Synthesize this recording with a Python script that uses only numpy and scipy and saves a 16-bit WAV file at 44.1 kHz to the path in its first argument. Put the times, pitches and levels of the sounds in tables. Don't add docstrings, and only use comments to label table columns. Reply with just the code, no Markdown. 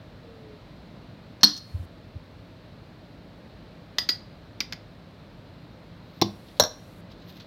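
import sys
import numpy as np
from scipy import signal
from scipy.fft import rfft, irfft, next_fast_len
from scipy.io import wavfile
from scipy.ndimage import uniform_filter1d

SR = 44100
rng = np.random.default_rng(int(sys.argv[2]) if len(sys.argv) > 2 else 0)


def file_out(sig):
    cols = np.atleast_2d(sig).T
    lim = np.clip(cols, -1, 1)
    pcm = np.round(lim * 32767).astype(np.int16)
    wavfile.write(sys.argv[1], SR, pcm)


N = 329382

# frequency in Hz, relative level in dB, base t60 in seconds.
DISH_MODES = [(4807, -7, .15), (4868, -1, .25), (8721, -28, .27), (900, -22, .04), (1660, -18, .05),
              (1960, -11, .24), (3800, -10, .025), (4300, -14, .04), (5350, -20, .29), (5582, -22, .26),
              (13460, -23, .22), (15380, -33, .13)]


def bowl():
    # frequency in Hz, relative level in dB, base t60 in seconds.
    modes = [(203, -20.5, 0.1997), (301.1, -15.5, .33), (1000, -26, .07), (1600, -18, 0.11),
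             (3290, -17, 0.29), (3460, -23.5, 0.26), (4080, -18, .45), (4145, -8, 0.17), (4320, 2.5, .1),
             (4340, -22, .55), (4255, -17, .4), (4903, -13.5, .1), (5066, -7.5, .08), (5035, -27, .6),
             (5135, -6.5, 0.13), (5460, -16.5, 0.22), (5690, -15, .36), (5960, -19, .15), (8000, -39, .3),
             (8800, -41, .3), (11500, -40, .36), (12680, -42, .38), (14080, -41, .34), (15500, -48.5, .22)]
    # frequency in Hz, relative density in dB.
    crack = [(88, -68.5), (150, -17), (900, -13), (1620, -7.5), (2310, -15.5), (3230, -9.5), (3770, -10.5),
             (4420, -9), (5820, -6), (7510, -32.5), (13800, -42.5), (16500, -44.5)]
    # start in seconds, crack level in dB, decay in milliseconds.
    scrapes = [(1.459, -25, 7.5), (1.480, -33.5, 27), (1.538, -40, 14), (1.565, -34, 4.3), (1.575, -35, 8)]
    ring_db, ring_length, tilt_db = -4, .3, 9
    drags = [(start, db + ring_db, ring_length, db, ms, tilt_db) for start, db, ms in scrapes]
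    return struck(contacts("bowl") + drags, modes, crack, rough=.49, spread=.017)


def dish_rim():
    # frequency in Hz, relative density in dB.
    crack = [(120, -54), (250, -12), (900, -19), (1670, -13.5), (2750, -13), (4970, 0), (5650, -14.5),
             (6930, -20), (7740, -42), (8650, -27.5), (10200, -52), (13200, -28), (16500, -43)]
    return struck(contacts("dish"), DISH_MODES, crack, rough=.37, spread=.0044)


def dish_wall():
    # frequency in Hz, relative density in dB.
    crack = [(120, -38), (200, -8), (628, -22), (1550, -9.5), (1800, -11), (2090, 2.5), (2860, -7.5),
             (4880, -3.5), (6800, -18.5), (7880, -39), (11000, -38), (13500, -24), (16500, -43)]
    return struck(contacts("wall"), DISH_MODES, crack, rough=.55, spread=.0153)


def counter():
    # frequency in Hz, relative level in dB, base t60 in seconds.
    modes = [(201, -9, 0.21), (335, -0.5, 0.08), (501, -30, 0.059), (956, -8, 0.022), (2310, -28, 0.059),
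             (3560, -18, 0.15), (3930, -10, 0.035), (4500, -21.5, .05), (5600, -10.5, 0.05)]
    # frequency in Hz, relative density in dB.
    crack = [(59, -34), (100, 14), (1070, 0), (1410, -24), (2260, -10), (2860, -15), (4290, -3), (5670, -9),
             (7650, -39), (10000, -44), (12500, -33), (16500, -42)]
    return struck(contacts("counter"), modes, crack, rough=.5, spread=.079)


def pan():
    # frequency in Hz, relative level in dB, base t60 in seconds.
    modes = [(604, -0.5, 0.068), (1076, -8.5, 0.029), (1592, -19.5, 0.12), (4060, -2, 0.035),
             (4330, -12, 0.09), (5474, 0, 0.035), (5560, -13, 0.16), (5700, -10, 0.2), (11460, -51, .1),
             (13500, -31, .04)]
    # frequency in Hz, relative density in dB.
    crack = [(88, -49), (150, -9), (1030, -7), (1750, -16), (2760, -28), (4080, -1), (4870, -26),
             (5590, -1.5), (8290, -36.5), (13800, -19), (16500, -41)]
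    return struck(contacts("pan"), modes, crack, rough=.51, spread=.028)


def contacts(place):
    # place, start in seconds, ring level in dB, crack level in dB,
    # crack decay in milliseconds, tilt in dB per octave, number of rebounds.
    blows = [("bowl", 1.409, -49, -45.5, 10, -1, 0), ("bowl", 1.432, -3.5, 0.5, 4.1, 1.04, 3),
             ("dish", 3.984, -22, -10, 3.2, 0.6, 0), ("dish", 4.089, -20.5, -14, 6.5, 0.1, 0),
             ("wall", 4.604, -33, -12.5, 2.6, 0.73, 1), ("wall", 4.724, -46, -20.5, 2.4, -0.6, 0),
             ("wall", 4.732, -47, -27, 2.6, -0.55, 0), ("counter", 6.215, -18.5, -7.5, 1.2, 6.8, 1),
             ("counter", 6.221, -30, -9, 2.7, 1.8, 1), ("pan", 6.598, -6, 0.4, 4.5, 0.2, 2),
             ("pan", 6.622, -20.5, -19.5, 4.7, -1.1, 0), ("pan", 6.637, -20.5, -13, 2.7, 0.16, 0),
             ("pan", 6.650, -23, -32, 14, .1, 0)]
    ring_length = dict(bowl=.66, dish=0.62, wall=.42, counter=.85, pan=0.79)
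    # gap in milliseconds, ring and crack of the first rebound in dB relative
    # to the blow, factor on t60, crack decay in milliseconds.
    rebound = dict(bowl=(5, 0, -12.5, 0.28, 1.6), wall=(4, -4, -8, .5, 2.5), counter=(3.5, 5, -5, 0.89, 3),
               pan=(4, -11.5, -11, 1.02, 5))
    step_db, gap_scatter = -1.4, .08
    rows = []
    for name, start, ring_db, crack_db, crack_ms, tilt_db, count in blows:
        if name == place:
            rows.append((start, ring_db, ring_length[place], crack_db, crack_ms, tilt_db))
            for k, jitter in enumerate(rng.standard_normal(4)[:count]):
                gap_ms, ring_offset, crack_offset, length, decay_ms = rebound[place]
                delay = (k + 1 + gap_scatter * jitter) * gap_ms / 1000
                rows.append((start + delay, ring_db + ring_offset + k * step_db, length,
                             crack_db + crack_offset + k * step_db, decay_ms, 0))
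    return rows


def struck(blows, modes, crack_colour, rough, spread):
    shimmer_db, shimmer_ms = -27.5, 25
    out, t = np.zeros(N + SR), np.arange(16384) / SR
    ms = 1000 * t
    shimmer = amp(shimmer_db) * np.exp(-ms / shimmer_ms)
    hz, db, t60 = np.transpose(modes)[:, :, None]
    for start, ring_db, length, crack_db, crack_ms, tilt_db in blows:
        neighbours = sum(weight * np.sin(2 * np.pi * hz * (1 + spread * detune) * t)
                         for weight, detune in rng.standard_normal((2, 2, len(hz), 1)))
        waves = np.sin(2 * np.pi * hz * t) + rough * neighbours
        gain = amp(ring_db + db + tilt_db * np.log2(hz / 4000))
        ring = (gain * waves * 1000 ** (-t / (t60 * length))).sum(axis=0)
        ring *= np.minimum(t / .0004, 1) * (1 - (t / t[-1]) ** 2)
        attack = np.minimum(ms / (.18 * crack_ms), 1)
        burst = rng.standard_normal(len(t)) * attack * (np.exp(-ms / crack_ms) + shimmer)
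        tilted = [(f, level + tilt_db * np.log2(f / 4000)) for f, level in crack_colour]
        out[int(start * SR):][:len(t)] += ring + amp(crack_db) * colour(burst, tilted)
    return out[:N]


def reverberation(x):
    # centre in Hz, t60 in seconds, relative level in dB.
    bands = [(199.4, .30, -18.5), (595.7, 0.17, -20.5), (1500, .28, -24), (3720, 0.23, -24),
             (8000, 0.27, -34.5), (13040, 0.076, -32.5)]
    late_db, late_factor = -12.5, 2.5
    t = np.arange(SR // 2) / SR
    tail = 0
    for hz, t60, db in bands:
        fade = 1000 ** (-t / t60) + amp(late_db) * 1000 ** (-t / (late_factor * t60))
        tail += amp(db) * band(rng.standard_normal(len(t)), hz, .9 * hz) * fade
    window = np.clip((t - .002) / .004, 0, 1) * (1 - 2 * t)
    return signal.fftconvolve(x, .0998 * tail * window)[:N]


def stand_bumps():
    # crest time in seconds, peak level in dB, frequency in Hz, fall in seconds.
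    bumps = [(1.753, -21.5, 87.6, 0.015), (1.804, -25, 87.7, 0.02), (2.166, -28, 93.5, 0.0078),
             (6.227, -21, 109, 0.023), (6.615, -25.5, 91, 0.018)]
    rise_s = .011
    out, t = np.zeros(N), np.arange(-SR // 20, SR // 4) / SR
    for crest, db, hz, fall in bumps:
        envelope = np.exp(-np.where(t < 0, (t / rise_s) ** 2, t / fall))
        out[int((crest + t[0]) * SR):][:len(t)] += amp(db) * envelope * np.cos(2 * np.pi * hz * t)
    return out


def sliding_tone():
    start_s, length_s, attack_s, release_s = .2, .38, .085, .04
    start_hz, sag_hz_per_s, level_db, waver_db = 474, 155, -50.5, 3.5
    t = np.arange(N) / SR - start_s
    envelope = np.clip(np.minimum(t / attack_s, (length_s - t) / release_s), 0, 1)
    hz = start_hz - sag_hz_per_s * np.clip(t, 0, length_s)
    peak = np.sqrt(2) * amp(level_db + waver_db * walk(14.6))
    return peak * envelope * np.sin(2 * np.pi * np.cumsum(hz) / SR)


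def rustle():
    # crest time in seconds, body level in dB, top level in dB, rise and fall in seconds.
    swells = [(6.195, -61, -72, .09, .004), (6.49, -56.5, -76, 0.034, 0.044), (6.576, -55, -67, .008, .008),
              (7.118, -51, -72, .008, .014), (7.228, -57, -81, .03, .012), (7.29, -52, -61, .018, .045),
              (7.376, -54, -66, 0.018, 0.013), (7.400, -45, -75, .0012, 0.0099),
              (7.42, -55, -78, .005, .015)]
    # frequency in Hz, relative density in dB.
    body_spectrum = [(1000, -10), (2500, -7), (4000, 1.5), (5500, -9.5), (7500, -26), (12000, -47.5)]
    top_spectrum = [(6000, -39.5), (10000, -25), (13000, -2.5), (16000, -11.5)]
    t, out = np.arange(N) / SR, 0
    grains = amp(3 * walk(330)) * rng.standard_normal(N)
    body, top = unit(colour(grains, body_spectrum)), unit(colour(grains, top_spectrum))
    for crest, body_db, top_db, rise, fall in swells:
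        envelope = np.exp(-np.abs(t - crest) / np.where(t < crest, rise, fall))
        out += envelope * (amp(body_db) * body + amp(top_db) * top)
    return out


def background():
    # frequency in Hz, relative density in dB.
    rumble_spectrum = [(15, -36), (25, -55), (43, -0.5), (74, -6), (105, -0.5), (135, -3), (296, -7),
                       (378, -13.5), (617, -11.5), (746, -17.5), (3230, -28.5), (4130, -25.5),
                       (6550, -46.5), (14400, -60.5), (16500, -51)]
    # centre in Hz, bandwidth in Hz, level in dB.
    noise_bands = [(102, 14, -59), (170.8, 8.3, -56.5), (613, 60, -70.5), (4100, 340, -78),
                   (13530, 2400, -83)]
    rumble_db, whine_hz, whine_db, step_db = -47.5, 993.4, -90.5, -1.5
    bands = sum(amp(db) * unit(band(rng.standard_normal(N), hz, width)) for hz, width, db in noise_bands)
    cycles = whine_hz * np.arange(N) / SR
    whine = sum(amp(whine_db + k * step_db) * np.sin(2 * np.pi * ((6 + k) * cycles + rng.random()))
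                for k in range(10))
    rumble = amp(rumble_db + .4 * walk(2.08)) * colour(rng.standard_normal(N), rumble_spectrum)
    return rumble + bands + whine


def hiss():
    spans_s, level_db = [(1.432, 1.855), (6.215, 7.01)], -65
    t = np.arange(N) / SR
    gate = sum((t > start) & (t < end) for start, end in spans_s)
    return gate * amp(level_db) * band(rng.standard_normal(N), hz=9930, width=9000)


def colour(x, points):
    hz, db = np.transpose(points)
    size = next_fast_len(len(x))
    gain = amp(np.interp(np.log(np.fft.rfftfreq(size, 1 / SR) + 1), np.log(hz), db))
    cepstrum = irfft(np.log(unit(gain)), size)
    cepstrum[1:size // 2] *= 2
    cepstrum[size // 2 + 1:] = 0
    return irfft(rfft(x, size) * np.exp(rfft(cepstrum)), size)[:len(x)]


def band(x, hz, width):
    return signal.lfilter(*signal.iirpeak(hz, hz / width, fs=SR), x)


def walk(rate):
    hold = int(SR / rate)
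    steps = np.repeat(rng.standard_normal(N // hold + 1), hold)
    return .83 * uniform_filter1d(uniform_filter1d(steps, hold), hold)[:N]


def amp(db):
    return 10 ** (np.asarray(db) / 20)


def unit(x):
    return x / np.sqrt(np.mean(x ** 2))


def scene():
    send_db = dict(bowl=0, dish=1.6, wall=-1, counter=-3, pan=0)
    hits = dict(bowl=bowl(), dish=dish_rim(), wall=dish_wall(), counter=counter(), pan=pan())
    echo = reverberation(sum(amp(send_db[place]) * x for place, x in hits.items()))
    return (sum(hits.values()) + echo + stand_bumps() + sliding_tone() + rustle()
            + background() + hiss())[None]


def record(dry):
    threshold_db, reduction_share, release_db_per_s = -6.5, .4, 53
    bass_hz, top_hz = 40, 16200
    lean = signal.sosfilt(signal.butter(3, bass_hz, "high", fs=SR, output="sos"), dry)
    over_db = np.maximum(20 * np.log10(np.abs(lean) + 1e-9) - threshold_db, 0)
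    fall = release_db_per_s * np.arange(N) / SR
    held_db = np.maximum(np.maximum.accumulate(over_db + fall, axis=1) - fall, 0)
    gain = amp(-reduction_share * uniform_filter1d(held_db, size=64))
    rounded = .8 * np.tanh(gain * lean / .8)
    return signal.sosfilt(signal.ellip(12, .2, 100, top_hz, fs=SR, output="sos"), rounded)


dry = scene()
out = record(dry)
file_out(out)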